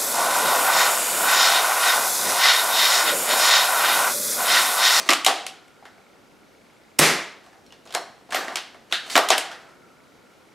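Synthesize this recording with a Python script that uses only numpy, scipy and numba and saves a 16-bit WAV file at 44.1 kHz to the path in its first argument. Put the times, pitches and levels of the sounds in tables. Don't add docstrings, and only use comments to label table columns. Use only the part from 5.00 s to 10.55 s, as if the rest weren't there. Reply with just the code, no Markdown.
import sys
import numpy as np
from scipy import signal
from scipy.fft import rfft, irfft, next_fast_len
from scipy.io import wavfile
from scipy.ndimage import uniform_filter1d
from numba import njit

SR = 44100
rng = np.random.default_rng(int(sys.argv[2]) if len(sys.argv) > 2 else 0)


def elevation(decibels):
    levels = np.asarray(decibels, float)
    return 10 ** (levels / 20)


def store_wav(level_fs):
    pcm = np.round(np.clip(np.atleast_2d(level_fs), -1, 1) * 32767)
    wavfile.write(sys.argv[1], SR, pcm.T.astype(np.int16))


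N = 244583

# f/Hz, density/dB
HUSH_MID = [(12, -50.5), (20, -24.5), (243, -4), (563, -6.5), (648, -9.5), (705, -9.5), (789, -10.5),
            (858, -11), (1460, -16), (1830, -16.5), (2160, -17.5), (2630, -19), (5620, -24), (13400, -34),
            (16300, -46)]
# f/Hz, density/dB
HUSH_SIDE = [(12, -43.5), (20, -21.5), (194, 2.5), (666, -2.5), (1780, -11.5), (2230, -10), (3120, -17),
             (14200, -34), (16300, -49.5)]
HUSH_DB = -55

# start t/s, end t/s, first level/dB, last
# level/dB, rumble over scrape/dB
SLIDES = [(0, 0.034, -26, -48, 1), (0.026, 0.083, -45.5, -33, 1.5), (0.83, 1.008, -65, -81, 6.5),
          (2.436, 2.6, -55.5, -81, 6.5), (2.723, 2.798, -65, -85, 1), (2.859, 2.88, -47, -72, 6.5),
          (2.898, 2.947, -73, -32, 4), (3.298, 3.313, -67, -30.5, -2), (3.319, 3.335, -36.5, -26, 8.5),
          (3.359, 3.466, -32.5, -45.5, 8.5), (3.473, 3.546, -41, -52, 11.5),
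          (3.884, 3.933, -70, -32.5, 2.5), (4.02, 4.097, -51, -40.5, 2.5), (4.099, 4.152, -25, -31, -10.5),
          (4.504, 4.75, -52.5, -70, 10)]
# f/Hz, density/dB
SCRAPE = [(1180, -29.5), (2000, -3.5), (2130, -8.5), (3490, -7), (4410, -3.5), (5350, -10.5), (6310, -7),
          (10900, -17), (16000, -29.5)]

# t/s, whir level/dB
HUNTS = [(.3, -57.5), (4.35, -54.5)]
SETTLE_S = 3.1
FIELD_S = 1.001 / 60

# f/Hz, width/Hz, level/dB
STOCK = [(334, 234, -3), (717, 201, 3), (1152, 320, -1)]
# f/Hz, width/Hz, level/dB
SHELL = [(1400, 550, -3.1), (2090, 720, -5)]
# f/Hz, width/Hz, level/dB
LATCH = [(2950, 3820, -0.98), (4344, 3270, 4.5), (5320, 2650, 0.82)]
# f/Hz, width/Hz, level/dB
STEEL = [(6830, 2600, 4), (10060, 3100, 5), (13220, 3500, 0.5)]
SHELL_FOLLOWS = 0.23

# t/s, peak
# level/dB, weight into the stock/dB, ringing/dB
CLICKS = [(.133, -11, -7, -12), (.2469, -10.5, -20, 3), (.258, -23, -8, -11.5), (.465, -20, 7.5, -10),
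          (.6794, -51.5, 12, -14), (2.434, -57, 5, -3), (2.4624, -49, 23, -6), (2.8539, -46.5, 15, -10),
          (2.9244, -36, -12, 14), (2.9397, -28, 10, -15), (3.306, -34, -5, -12), (3.5567, -15, 7, -8),
          (4.066, -41, -10, -14), (4.287, -14, -6, -1), (4.298, -34, -8, -9.5), (4.3794, -12, 1, -10)]
# t/s, peak level/dB, weight into the stock/dB, ringing/dB
SLAMS = [
    (.0894, -6, -5, 6),
    (4.154, -6, 0, -2.5),
]
# t/s, peak level/dB, weight into the stock/dB, ringing/dB
REBOUNDS = [(.0932, -8, -5.5, -7), (.1041, -6, -14, -9), (.1105, -10.5, -3, -5), (.1135, -13.5, -2.5, -14),
            (.124, -13, 0, 10), (4.1635, -7, 2, 3), (4.1764, -5, 1, 8), (4.1894, -20.5, 15, 5)]
# t/s, peak level/dB, weight into the stock/dB, ringing/dB
LOCKS = [(.2633, -3, -1, 1), (3.3453, -15, 4.5, -2), (4.303, -4, 5, -1.3)]
# t/s, peak level/dB, weight into the stock/dB, ringing/dB
LIFTS = [(2.663, -48.5, -9, 11.5), (2.9486, -14, -1.5, 3.5)]
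# t/s, peak level/dB, weight into the stock/dB, ringing/dB
CATCHES = [(.2643, -15.5, -8, 8), (3.5691, -18.5, 1, -25), (3.924, -12, 1.5, 5.5), (3.935, -21, 1, 8),
           (3.9544, -21.5, -3, -2), (4.1005, -29, 0, -13)]
# t/s, peak level/dB, weight
# into the stock/dB, ringing/dB
KNOCKS = [(.2824, -20.5, 8, -1), (.8535, -42, 0.5, 0), (2.9619, -38.5, 11.5, -16), (3.3119, -39, -10, -12),
          (3.3225, -25, -10, 3), (3.3574, -23.5, -7, -12), (3.4812, -30, -0.5, 10), (3.7444, -49, 4.5, 3.5),
          (4.3194, -17, -2.5, 0), (4.5146, -34, -10, -20), (4.6895, -53.5, -2.5, -10)]
# t/s, peak level/dB, weight into the stock/dB, ringing/dB
GRIPS = [(2.7053, -54, 3, 14.5), (2.7232, -35.5, -5.5, -8), (2.8732, -41.5, 2, -12), (2.8923, -42, 2, -13),
         (2.9058, -34, -2.5, -16), (3.2895, -51.5, 17.5, -12), (3.8985, -48, -15, -4), (3.9124, -33, 1, -2)]
# t/s, peak level/dB, weight into the stock/dB, ringing/dB
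PINS = [(.092, -36, -6, -1), (3.352, -36.5, 0, -1.5), (4.1556, -38, -2.5, 4), (4.304, -44, 3, -1)]
# t/s, peak level/dB, weight into the stock/dB, ringing/dB
BUMPS = [(.824, -62, 8, 16), (.9789, -63.5, 9, 12.5), (2.5294, -52.5, -4, 1.5), (2.555, -62, 2, 3)]

# f/Hz, width/Hz, level/dB, delay t/s
SLAM_RINGS = [(1193, 220, 2.5, 0.002984), (312, 69, -10, 0.00415), (1942, 310, -2, 0.00203)]
REBOUND_RINGS = [(1239, 300, -0.5, 0.00082)]
LOCK_RINGS = [(766, 65, -4, 0.00211), (3413, 400, -17, .001)]
LIFT_RINGS = [(4200, 125, -11.5, .0015), (5560, 280, -11, 0.00091), (7200, 150, -25, 0.00074)]
CATCH_RINGS = [(3580, 480, 5, .0006)]
CLICK_RINGS = [(3770, 520, -5, .0006)]
KNOCK_RINGS = [(1710, 460, 9, .001), (920, 270, 2, 0.0024)]
BUMP_RINGS = [(780, 69, 10, 0.00085)]
GRIP_RINGS = [(2900, 130, -1, 0.00052)]
PIN_RINGS = [(12060, 110, 13, 0.00066)]
# (stock level/dB, shell level/dB, bright edge level/dB, room send/dB)
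FAMILIES = [(SLAMS, SLAM_RINGS, (-8, -2, -14.5, -0.5)), (REBOUNDS, REBOUND_RINGS, (-9.5, -7, -10, -4)),
            (LOCKS, LOCK_RINGS, (-11.5, -12.5, -10, 1)), (LIFTS, LIFT_RINGS, (-9, -6, -5.5, -4.5)),
            (CATCHES, CATCH_RINGS, (-18, -8.5, -15.5, 1)), (CLICKS, CLICK_RINGS, (-24.5, -12, -6, -3)),
            (KNOCKS, KNOCK_RINGS, (-2, 3.5, -10, 3)), (BUMPS, BUMP_RINGS, (2, 5, -12, -1)),
            (GRIPS, GRIP_RINGS, (-10, -10, -15.5, -0.5)), (PINS, PIN_RINGS, (-17, -17, -1, -2))]

# f/Hz, time to fall by 60 dB t/s
ROOM = [(100, 0.35), (260, 0.54), (700, 0.51), (1800, 0.55), (5000, 0.48), (13000, 0.3)]
# f/Hz, level/dB
WALLS = [(100, -9), (400, -1.5), (1500, -1.8), (5000, 0.5), (15000, -2.5)]
TAILS = 6

# f/Hz, density/dB
BLAST = [(25, -47), (108, -22.5), (150, -2), (279, -7), (356, -0.5), (494, -4.5), (581, -4), (1630, -4),
         (2050, -1.5), (2700, -6), (11500, -12), (14600, -23), (16300, -43)]
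# t/s, level/dB, width t/s
PUSHES = [
    (1.9955, 6, 0.00061),
    (1.9993, 8.5, 0.00024),
]

# f/Hz, level/dB
WIDTH = [(30, -4), (150, -28.5), (700, -27), (1500, -24), (3000, -18.5), (6000, -12), (10000, -12.5),
         (14000, -6.5)]
# f/Hz, level/dB
MIC = [(20, -29.5), (70, -13), (130, -6), (220, -0.65)]
# f/Hz, level/dB
TOP = [(13000, 0), (15500, -.5), (16100, -5), (16400, -12), (16500, -60)]


def unit(x):
    return x / np.sqrt(np.mean(x ** 2) + 1e-20)


def along(points, hz):
    f, v = np.transpose(points)
    return np.interp(np.log(hz + 1), np.log(f + 1), v)


def filtered(x, response):
    n = x.shape[-1]
    m = next_fast_len(n + 8192)
    return irfft(rfft(x, m) * response(np.fft.rfftfreq(m, 1 / SR)), m)[..., :n]


def coloured(x, spectrum):
    return filtered(x, lambda hz: elevation(along(spectrum, hz)))


def body(x, modes):
    def response(f):
        total = 0
        for k, (centre, width, db) in enumerate(modes):
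            damping = 1j * f * width
            total = total + (-1) ** k * elevation(db) * damping / (centre * centre - f * f + damping)
        return total
    return filtered(x, response)


def hush():
    z = signal.stft(rng.standard_normal((2, N)), nperseg=512)[2]
    patches = uniform_filter1d(rng.standard_normal(z.shape[1:]), 5, 0)
    patches = uniform_filter1d(patches, 12, 1)
    mid, side = signal.istft(z * elevation(0.8 * unit(patches)), nperseg=512)[1][:, :N]
    mid = unit(coloured(mid, HUSH_MID))
    side = elevation(-5.5) * unit(coloured(side, HUSH_SIDE))
    return elevation(HUSH_DB) * np.array([mid, side])


def slide():
    t = np.arange(N) / SR
    roughness = unit(uniform_filter1d(rng.standard_normal(N), 90))
    grains = rng.standard_normal(N) * elevation(3.8 * roughness)
    scrape = unit(coloured(grains, SCRAPE))
    rumble = unit(body(grains, STOCK) + body(grains[::-1], SHELL))
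    rub = np.zeros(N)
    for start, end, first_db, last_db, rumble_db in SLIDES:
        stroke = elevation(np.interp(t, [start, end], [first_db - 7, last_db - 4], -120, -120))
        rub += stroke * (scrape + elevation(rumble_db) * rumble)
    return rub


def focus_motor():
    t = np.arange(N) / SR
    fields = (np.arange(-8, 31)[:, None] * 9 + [0, 2, 4, 6]).ravel()
    at = np.round((1.066 + fields * FIELD_S) * SR).astype(int)
    active = (at > 0) & (at < N) & ((at < 2 * SR) | (at > 4.6 * SR))
    kicks = np.zeros(N)
    kicks[at[active]] = elevation(-17.5 + 2.4 * rng.standard_normal(len(at)))[active]
    ticks = body(body(kicks, [(2230, 170, 0), (1700, 150, -10)]), [(2200, 800, 0)])
    effort = elevation(-69.5)
    for s, db in HUNTS:
        effort = effort + elevation(db - 60 * np.abs(t - s) / SETTLE_S) * (t > s)
    whir_mode = [(1374, 220, 0)]
    whir = unit(body(body(rng.standard_normal(N), whir_mode), whir_mode))
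    return ticks + effort * whir


def contacts():
    direct, sends = np.zeros(N + 8192), np.zeros((TAILS, N + 8192))
    t = np.arange(4096) / SR
    fading = elevation(-60 * t / 0.02) * (1 - np.exp(-t / 0.00037))
    tap = np.linalg.norm(fading) * (t == 0)
    blows = [(row, mix, rings) for rows, rings, mix in FAMILIES for row in rows]
    force = np.vstack([tap, rng.standard_normal((len(blows), len(t))) * fading])
    parts = np.array([body(body(force, modes), modes) for modes in (LATCH, STOCK, SHELL, STEEL)])

    for k, (row, mix, rings) in enumerate(blows):
        s, db, weight_db, ring_db = row
        stock_db, shell_db, edge_db, send_db = mix
        part_levels = np.array([1.5, stock_db + weight_db + 6.5,
                                shell_db + SHELL_FOLLOWS * weight_db + 2.06, edge_db + 4.0])
        at = round(s * SR) - 10
        for j, level in enumerate(elevation(db + part_levels)):
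            heard, thrown = parts[j, k + 1], parts[j, 0]
            gain = level / np.abs(heard).max()
            direct[at:at + len(t)] += gain * heard
            sends[(k + j) % TAILS, at:at + len(t)] += elevation(send_db) * gain * thrown
        for j, (hz, width_hz, part_db, late_s) in enumerate(rings):
            decay = np.exp(-np.pi * width_hz * t) * (1 - np.exp(-hz * t))
            ring = elevation(db + ring_db + part_db) * np.sin(2 * np.pi * hz * t) * decay
            begin = round((s + late_s) * SR)
            direct[begin:begin + len(t)] += ring
            sends[(k + j) % TAILS, begin:begin + len(t)] += elevation(2.5) * ring
    return direct[:N], sends[:, :N]


def room(sends, gap, rise, early):
    hz, t, z = signal.stft(rng.standard_normal((len(sends), 2, SR)), SR, nperseg=256)
    decay = elevation(-60 * t / along(ROOM, hz)[:, None])
    tail = signal.istft(z * decay, SR, nperseg=256)[1]
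    t = np.arange(tail.shape[-1]) / SR
    arrival = 1 - np.exp(-np.maximum(t - gap, 0) / rise)
    tail = tail * (1 + early * elevation(-60 * t / 0.11)) * arrival
    tail = tail / np.linalg.norm(tail, axis=-1, keepdims=True)
    return signal.fftconvolve(sends[:, None], tail, axes=-1).sum(axis=0)[:, :N]


def shot():
    t = np.arange(N) / SR
    swell_s = [1.9845, 1.987, 1.991, 1.9945, 1.997, 2.0, 2.004, 2.02]
    swell_db = [-63.5, -30, -5.5, -16.5, -13.5, -10.5, -15, -44.0]
    swell = elevation(np.interp(t, swell_s, swell_db, -150, -150))
    jet = unit(body(rng.standard_normal(N), [(2500, 2700, -0.5), (9590, 4100, -0.5)]))
    puffs = np.zeros(N)
    for s, db, width in PUSHES:
        u = np.abs(t - s) / width
        puffs += elevation(db) * (1 - u) * np.exp(-u) * (t >= s)
    piston = 1.0 * (np.arange(N) == round(1.997 * SR))
    bang = coloured(piston, BLAST)
    thump = body(body(piston, [(156, 6, 0)]), [(150, 73, 0)])
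    boom = elevation(-19) * thump / np.abs(thump).max()
    return swell * jet + puffs + boom, elevation(21.5) * bang / np.linalg.norm(bang)


def scene():
    direct, sends = contacts()
    rub = slide()
    puff, bang = shot()
    sends[0] += elevation(1.0) * rub
    walls = elevation(-0.5) * coloured(room(sends, gap=0.00077, rise=0.0085, early=3.36), WALLS)
    mid, side = walls + room(bang[None], gap=0.0013, rise=0.032, early=0.48)
    near = direct + rub + puff
    side = coloured(side - elevation(-11.0) * near, WIDTH)
    mid, side = coloured(np.array([mid + near, side]), MIC) + hush()
    mid = mid + focus_motor()
    return np.array([mid + side, mid - side])


@njit
def limiter_gain(need, attack, release):
    gain, g = np.empty_like(need), 1.0
    for i in range(len(need)):
        g += (need[i] - g) * (attack if need[i] < g else release)
        gain[i] = g
    return gain


def top_cut(x):
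    return signal.sosfilt(signal.butter(12, 16460, fs=SR, output="sos"), x)


def record(dry):
    need = np.minimum(1, 0.66 / (np.abs(dry).max(axis=0) + 1e-9))
    attack_s, release_s = 0.00064, 0.055
    held = dry * limiter_gain(need, 1 / (1 + attack_s * SR), 1 / (1 + release_s * SR))
    held = held / (1 + np.abs(held) ** 8) ** (1 / 8)
    return top_cut(coloured(held, TOP))


dry = scene()
out = record(dry)
store_wav(out)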